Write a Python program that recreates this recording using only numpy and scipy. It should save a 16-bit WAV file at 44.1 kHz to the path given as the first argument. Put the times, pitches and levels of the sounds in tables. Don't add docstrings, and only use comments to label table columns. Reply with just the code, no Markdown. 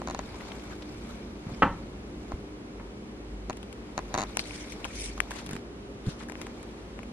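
import sys
import numpy as np
from scipy import signal
from scipy.fft import rfft, irfft
from scipy.io import wavfile
from scipy.ndimage import uniform_filter1d

SR = 44100
rng = np.random.default_rng(int(sys.argv[2]) if len(sys.argv) > 2 else 0)


def unload_audio(sound):
    columns = np.transpose(np.atleast_2d(sound))
    steps = np.round(np.clip(columns, -1, 1) * 32767)
    wavfile.write(sys.argv[1], SR, steps.astype(np.int16))


N = 314344


def amp(db):
    return 10 ** (np.asarray(db) / 20)


def unit_rms(x):
    return x / np.sqrt(np.mean(x ** 2) + 1e-20)


def curve_at(points, hz):
    f, value = np.transpose(points)
    return np.interp(np.log(hz + 1), np.log(f + 1), value)


def add(mix, start_s, sound):
    part = mix[:, round(start_s * SR):][:, :sound.shape[-1]]
    part += sound[..., :part.shape[1]]


def ring(hz, t60, rise_s, count):
    t = np.arange(count) / SR
    return np.sin(2 * np.pi * hz * t) * amp(-60 * t / t60) * (1 - np.exp(-t / rise_s))


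def drift(rate_hz):
    steps = rng.standard_normal(N // 256 + 2)
    smooth = signal.filtfilt(*signal.butter(2, rate_hz, fs=SR / 256), steps)
    return np.interp(np.arange(N) / 256, np.arange(len(steps)), np.clip(unit_rms(smooth), -2, 2))


def noise_spectra(size):
    frames = 4 * N // size + 5
    z = rng.standard_normal((frames, size // 2 + 1, 4)).T
    return z[:2] + 1j * z[2:], np.fft.rfftfreq(size, 1 / SR)[:, None], np.arange(frames) * size / 4 / SR


def to_sound(spectra):
    size = 2 * (spectra.shape[-2] - 1)
    return signal.istft(spectra, nperseg=size, noverlap=3 * size // 4)[1][..., :N]


def left_right(centre, side):
    return np.array([centre + side, centre - side])


def room_tone():
    # frequency in Hz, relative level in dB.
    centre_air = [(15, -25), (25, -37), (54, -2), (173, -7.5), (192, -3), (293, -6), (326, -9), (353, -4),
                  (599, -15), (666, -19), (722, -19), (1730, -29), (2140, -29.5), (11000, -49),
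                  (14000, -92)]
    side_air = [(21, -55), (35, -28), (167, -3), (245, -0.5), (301, -1.5), (399, 0.5), (557, -2), (840, -4),
                (1030, -3), (1370, -7), (2280, -8.5), (5740, -17), (14100, -31), (16000, -34)]
    # time in seconds, gain in dB.
    rumble = [(0, -2), (1.4, -1), (2.2, 0), (3, -2.5), (7.13, -4)]
    # frequency in Hz, base level in dB, waver in dB.
    hum = [(49.7, -51, 6.5), (58.3, -50, 0.5), (204.4, -52, 1), (235.7, -54, -5.5), (302.2, -52, 3.5),
           (353, -56.5, 2.5), (404, -63.5, -7.5)]
    noise, hz, frame_s = noise_spectra(size=4096)
    rumble_db = np.interp(frame_s, *np.transpose(rumble)) / (1 + (hz / 350) ** 2)
    centre = unit_rms(to_sound(noise[0] * amp(curve_at(centre_air, hz) + rumble_db)))
    centre *= amp(-44 + .5 * drift(0.38))
    side = amp(-52.5) * unit_rms(to_sound(noise[1] * amp(curve_at(side_air, hz))))
    t = np.arange(N) / SR
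    for f, db, waver_db in hum:
        level_db = db + waver_db * drift(2.26) + np.interp(t, *np.transpose(rumble))
        phase = 2 * np.pi * (f * t + rng.random()) + 0.27 * drift(11.0)
        centre += np.sqrt(2) * amp(level_db) * np.sin(phase)
    return left_right(centre, side)


def finger_rub():
    # time in seconds, relative level in dB.
    grip = [(0, -76), (.25, -74.5), (.52, -71), (.78, -77), (1.1, -73.5), (1.35, -82.5), (1.55, -74),
            (2, -86), (2.3, -78.5), (2.5, -88), (3.4, -88.5), (3.9, -82.5), (4.15, -74), (5.56, -74.5),
            (5.64, -94), (6.25, -90), (6.4, -74), (6.5, -78), (7.13, -88)]
    # middle and length in seconds, pressure in dB, speed 0-1, squeal in Hz.
    strokes = [(0.719, 0.05, -70.5, 0.13, 1470), (4.406, 0.034, -59.5, 0.7, 4530),
               (4.55, 0.31, -68, 0.59, 2200), (4.716, 0.056, -72, 0.73, 2130),
               (4.884, 0.069, -72.5, 0.5, 2580), (5.024, 0.16, -59.5, 0.9, 2280),
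               (5.524, 0.14, -74, 0.27, 1490), (5.373, 0.12, -68.5, 0.4, 2130),
               (6.099, 0.097, -68, 0.4, 1430), (6.212, 0.076, -73, 0.45, 1140)]
    # frequency in Hz, relative level in dB.
    slow_rub = [(500, 4.5), (1000, 7.5), (1700, 2.5), (2200, -0.5), (3800, 2), (6100, -1), (7200, -2),
                (9800, -4.5), (12300, 2), (14500, -24), (15800, -58)]
    fast_rub = [(500, -33.5), (1000, -55.5), (1800, -14), (2500, -5), (4200, -7.5), (5800, 5), (7000, -0.5),
                (9800, 10), (12500, -48), (13800, -18), (15500, -67)]
    # frequency in Hz, centre minus side in dB.
    centre_over_side = [(500, 9), (2000, 1), (5000, -4), (9000, -4), (11500, -10), (14000, -60)]
    grip_speed, grip_squeal_hz, left_lean = 0.19, 2270, 0.24
    noise, hz, t = noise_spectra(size=256)
    middle, length, pressure_db, peak_speed, stroke_hz = np.transpose(strokes)[..., None]
    off_middle = (2 * (t - middle) / length) ** 2
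    stroke_db = pressure_db - 9 * off_middle ** 0.87
    power = amp(2 * np.vstack([np.interp(t, *np.transpose(grip)), stroke_db]))
    speeds = np.vstack([np.full_like(t, grip_speed), peak_speed / (1 + 0.43 * off_middle)])
    speed = np.clip((power * speeds).sum(0) / power.sum(0), 0, 1)
    squeal_hz = np.append(grip_squeal_hz, stroke_hz)[power.argmax(0)]
    squeal_db = 11 * np.exp(-(np.log((hz + 1) / squeal_hz) / .09) ** 2)
    colour = amp((2.5 - speed) * curve_at(slow_rub, hz) + speed * curve_at(fast_rub, hz) + squeal_db)
    colour /= np.sqrt((colour ** 2).mean(0))
    patches = uniform_filter1d(rng.standard_normal(colour.T.shape), 12, axis=0)
    patches = unit_rms(uniform_filter1d(patches, 6, axis=1)).T
    flicker = unit_rms(uniform_filter1d(rng.standard_normal(len(t)), 3))
    colour *= np.sqrt(power.sum(0)) * amp(2.6 * patches + 1.8 * flicker)
    centre = left_lean * noise[0] + np.sqrt(1 - left_lean ** 2) * noise[1]
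    centre *= amp(curve_at(centre_over_side, hz))
    return left_right(*to_sound(np.array([centre, noise[0]]) * colour))


def skin_scuffs():
    # middle and length in seconds, left level in dB, band centre in Hz.
    scuffs = [(0.409, 0.013, -41, 1460), (0.432, .015, -54, 2600), (0.463, .014, -48, 2600),
              (0.52, 0.0065, -38.5, 2320), (0.546, .008, -48, 2000), (0.6, .012, -52, 2500),
              (0.715, 0.029, -45, 1500), (0.827, .012, -45.5, 2780), (1.501, 0.078, -63, 900),
              (2.8, 0.022, -55, 1500), (5.386, 0.087, -51, 1210), (5.384, 0.071, -46.5, 2800),
              (6.084, 0.025, -51, 1990), (6.222, 0.044, -43.5, 1300), (5.47, 0.01, -53, 2200),
              (4.72, .02, -49, 3500)]
    octaves, grains_per_s, spread_db = 1.34, 2500, 4.5
    out, t = np.zeros((2, N)), np.arange(-4096, 4096) / SR
    for middle, length, db, hz in scuffs:
        noise = rng.standard_normal((4, len(t)))
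        catches = rng.random((2, len(t))) < grains_per_s / SR
        grains = noise[:2] * catches * amp(spread_db * noise[2:])
        band = signal.butter(2, hz * 2 ** (octaves * np.array([-.5, .5])), "bandpass", fs=SR)
        left, other = unit_rms(signal.lfilter(*band, grains))
        swell = np.exp(-(2 * t / length) ** 4)
        add(out, middle + t[0], amp(db) * swell * np.array([left, 0.19 * left + 0.46 * other]))
    return out


def dull_bumps():
    # start in seconds, level in dB, pitch in Hz.
    bumps = [(1.467, -17.5, 168), (1.485, -25, 131), (1.496, -28, 150), (1.519, -21, 139),
             (1.535, -22, 175), (2.338, -20, 65.4), (5.47, -24, 165), (5.492, -22, 200), (5.5121, -23, 170),
             (5.532, -18, 171), (5.554, -19, 206), (6.07, -14, 123), (6.0801, -12, 133), (6.087, -17, 163)]
    out = np.zeros((2, N))
    for start, db, hz in bumps:
        add(out, start, amp(db) * ring(hz, t60=3.3 / hz, rise_s=0.0013, count=8000))
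    return out


def case_ring(body_db, treble_db):
    # frequency in Hz, relative level in dB, t60 in seconds, signed share at the right.
    modes = [(238, 5.5, 0.0088, 0.72), (652, -6, 0.025, 0.74), (789, 3, 0.018, 0.64), (1001, 3.5, 0.017, 1),
             (1180, -2.5, 0.0066, 1), (1750, -13, 0.018, 0.79), (2200, -39, 0.0097, 0.42),
             (2710, -10.5, 0.017, -0.45), (3920, -1.5, 0.0093, 0.99), (4420, 1, 0.0065, -0.51),
             (5690, -7.5, 0.011, -0.69), (6550, 7, 0.0052, 0.11), (7550, 15, 0.00045, 0.62)]
    tuning = 1 + .013 * rng.standard_normal(len(modes))
    t = np.arange(2000) / SR
    grit_band = signal.butter(2, [900, 2200], "bandpass", fs=SR)
    grit = signal.lfilter(*grit_band, rng.standard_normal((2, len(t))))
    out = amp(treble_db - 2.5 - 60 * t / 0.087) * grit
    out[:, :58] -= amp(body_db + 6) * np.hanning(58) ** 2
    for tune, (hz, db, t60, right_share) in zip(tuning, modes):
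        if hz > 2500:
            gain, rise_s, delay = -amp(db + treble_db - 2.5), .0002, 0
        else:
            gain, rise_s, delay = amp(db + body_db + 5.5), .0003, 52
        mode = gain * np.roll(ring(hz * tune, t60, rise_s, len(t)), delay)
        out += np.array([np.roll(mode, 4), right_share * mode])
    return signal.lfilter(*signal.iirnotch(3270, Q=11, fs=SR), out)


def seam_creaks():
    # start in seconds, treble and body strength in dB.
    snaps = [(0.0174, -40, -35), (0.0735, -28, -34.5), (0.0847, -32, -35.5), (0.099, -30, -34.5),
             (0.1095, -29.5, -37.5), (0.147, -27, -32.5), (0.191, -27, -32), (2.319, -39.5, -34.5),
             (3.4973, -27.5, -31), (3.5055, -33, -35), (3.978, -21.5, -28.5), (3.99, -32, -32),
             (4.1415, -19.5, -29), (4.1498, -25, -29), (4.16, -35, -32), (4.1772, -21.5, -29.5),
             (4.1851, -22, -31), (4.1914, -26, -33.5), (4.198, -26, -33), (4.2068, -24, -33),
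             (4.2176, -22, -34), (4.2273, -28, -32.5), (4.236, -26, -35)]
    out = np.zeros((2, N))
    for start, treble_db, body_db in snaps:
        add(out, start, case_ring(body_db, treble_db))
    return out


def fingertip_ticks():
    # peak time in seconds, click level in dB, pitch in Hz, width in cycles,
    # then scratch strength, knock strength and lean to the left, all in dB.
    ticks = [(3.53, -31, 3040, 2, -42, -62, 5), (3.571, -41, 2390, 2.4, -39, -58, 2.5),
             (3.63, -31.5, 3200, 2, -42, -60, 5), (3.728, -34.5, 2630, 1.7, -39, -67, 8),
             (4.371, -16, 2560, 0.75, -12, -35.5, 13), (4.3937, -12.5, 4570, 2.54, -24.5, -48, 3),
             (4.3936, -16.5, 2640, 2, -38, -43, 10), (4.509, -25, 2540, 2.3, -45, -47, 4),
             (4.723, -30.5, 2370, 4.1, -37, -67, 14), (4.8447, -16, 2870, 1.7, -35, -53, 18),
             (4.851, -23, 1390, 1.6, -30, -43, 2), (4.8542, -36, 1500, 1.3, -36, -37.5, -5),
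             (4.8566, -38, 1500, 1.6, -38, -41, -5), (5.179, -36, 1200, 1.5, -36, -43, 0),
             (5.2035, -2.5, 1880, 0.71, -14, -46, 17), (5.2052, -28, 2000, 2.6, -33, -46, 8),
             (5.31, -33, 1025, 2.06, -30, -52, -1), (5.3167, -27.5, 1740, 3, -34, -43, 1),
             (5.338, -37, 1670, 1.4, -37, -60, 3), (5.362, -32, 1040, 2.6, -43, -55, 10),
             (5.464, -41, 1650, 2.7, -34.5, -48, 6), (5.4918, -29, 2160, 1.2, -32.5, -50, 3),
             (5.511, -33, 1710, 1.55, -30, -49, 2.5), (5.5328, -37, 1760, 1.7, -32, -51, -2),
             (5.554, -42, 1730, 1.5, -39.5, -51, -4), (5.565, -36, 1800, 0.76, -34, -57, -8.5),
             (6.288, -35, 1720, 5.7, -44, -55, 9.5), (6.2983, -27, 2040, 1.6, -34.5, -43.5, 8),
             (6.321, -30, 2270, 1.6, -38, -45, 9.5), (6.3548, -23, 2200, 0.73, -44, -54, 9),
             (6.416, -27, 2190, 2.4, -31.5, -46, 3), (6.468, -31, 2220, 1.5, -37.5, -45, 1),
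             (6.63, -44, 2150, 1.9, -39, -65, 2), (6.991, -27, 2340, 1.5, -45, -44.5, 7),
             (7.032, -32.5, 2490, 2.3, -44, -52, 1.5), (7.1245, -34, 2300, 4, -48, -57, 9)]
    fall_over_rise, pitch_sag, swing_back = 2.1, .06, 0.11
    out, t = np.zeros((2, N)), np.arange(2000) / SR
    scratch_band = signal.butter(3, [700, 3600], "bandpass", fs=SR)
    spit_band = signal.butter(3, [5000, 11200], "bandpass", fs=SR)
    for peak_s, db, hz, cycles, scratch_db, knock_db, pan_db in ticks:
        noise = rng.standard_normal((3, len(t)))
        start, turns = peak_s - cycles / hz, hz * t - cycles
        swell = np.exp(-(2 * turns / cycles / np.where(turns > 0, fall_over_rise, 1)) ** 2)
        click = -amp(db) * swell * np.cos(2 * np.pi * turns * (1 - pitch_sag * turns / cycles))
        scratch_s = 0.0031 * cycles
        spit = signal.lfilter(*spit_band, amp(scratch_db + 3.5 - 60 * t / (2.9 * scratch_s)) * noise[0])
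        stroke = amp(scratch_db - 5.6 * (t / scratch_s) ** 2) * np.minimum(t / 0.00035, 1)
        scratch = stroke * signal.lfilter(*scratch_band, noise[1:])
        polarity = np.clip(2 - pan_db / 0.81, -.5, 1)
        late_click = swing_back * (1 - polarity) * np.roll(click, 12)
        right = amp(-pan_db) * (polarity * click + scratch[1]) - .6 * spit - late_click
        add(out, start, np.array([click + spit + scratch[0], right]))
        add(out, start, case_ring(knock_db, knock_db - 27))
    return out


def corridor_echo(sound):
    # frequency in Hz, t60 in seconds.
    decay = [(100, 0.7), (260, 0.16), (700, 0.3), (1840, 0.26), (4850, 0.23)]
    taps = np.zeros((2, SR // 2))
    arrivals = np.arange(300, SR // 2 - 20, 20) + rng.integers(0, 20, (2, (SR // 2 - 301) // 20))
    np.put_along_axis(taps, arrivals, rng.choice([-1., 1.], arrivals.shape), 1)
    hz, t, spectra = signal.stft(taps, SR, nperseg=256)
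    tail = signal.istft(spectra * amp(-60 * t / curve_at(decay, hz)[:, None]), SR, nperseg=256)[1]
    centre, side = signal.fftconvolve(sound[None], tail / np.linalg.norm(tail[0]), axes=1)[:, :N]
    return left_right(centre, amp(-32) * side)


def door():
    # start in seconds, strength in dB, spot on the leaf 0-1.
    blows = [(1.621, -7, 0.15), (1.624, -5, 0.29), (1.6275, -5.5, 0.2), (1.6309, -4.5, .41),
             (2.797, -32.5, 0.2), (2.808, -49, .35)]
    # frequency in Hz, relative level in dB, t60 in seconds.
    modes = [(100.5, -12, 0.23), (172.5, -17, 0.31), (285, -12.5, 0.12), (380, -5.5, 0.053),
             (460, -12, 0.049), (520, -12, 0.068), (653, -13, 0.068), (822, -5, 0.037), (854, -15, .08),
             (882, -10, 0.17), (926, -14, 0.2), (942, -11, 0.18), (1024, -7, 0.093), (1102, -4, 0.046),
             (1204, -3, 0.073), (1330, -4, 0.04), (1320, -12, 0.037), (1561, -18, 0.06), (1716, -7.5, 0.06),
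             (1980, -15, 0.038), (2210, -16, .05), (2660, -14, .035), (2830, -22, 0.045),
             (3066, -21, 0.031)]
    # frequency in Hz, relative level in dB.
    bolt_spectrum = [(180, -38), (300, 2.5), (715, -9), (860, 1.5), (1340, 3), (1540, -9), (1700, -5),
                     (3000, -12.5), (3370, -24), (9000, -41), (11700, -98), (19800, -120)]
    out, t = np.zeros((1, N)), np.arange(16384) / SR
    colour = amp(curve_at(bolt_spectrum, np.fft.rfftfreq(len(t), 1 / SR)))
    rattle_band = signal.butter(3, 110, fs=SR)
    for start, db, spot in blows:
        shares = np.sqrt(2) * np.cos(2 * np.pi * spot * np.arange(len(modes)))
        bends = 1 + .004 * rng.standard_normal(len(modes))
        wood = sum(share * amp(mode_db) * ring(hz * bend, t60, 0.19 / hz, len(t))
                   for share, bend, (hz, mode_db, t60) in zip(shares, bends, modes))
        rattle = unit_rms(signal.lfilter(*rattle_band, rng.standard_normal(len(t))))
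        wood *= 1 + .5 * rattle
        clack = unit_rms(irfft(rfft(rng.standard_normal(len(t))) * colour))
        clack *= amp(4.5 - 60 * t / 0.019) * np.minimum(t / 0.0012, 1)
        add(out, start, amp(db - 10.5) * (wood + clack))
    direct = out[0]
    left = np.roll(direct, 3)
    return np.array([left, direct]) + amp(-8.5) * corridor_echo(direct)


def scene():
    return (room_tone() + finger_rub() + door() + seam_creaks() + fingertip_ticks()
            + skin_scuffs() + dull_bumps())


def record(dry):
    lowpass = signal.firwin(511, 16200, window=("kaiser", 9), fs=SR)
    return signal.oaconvolve(dry, lowpass[None], "same")


dry = scene()
out = record(dry)
unload_audio(out)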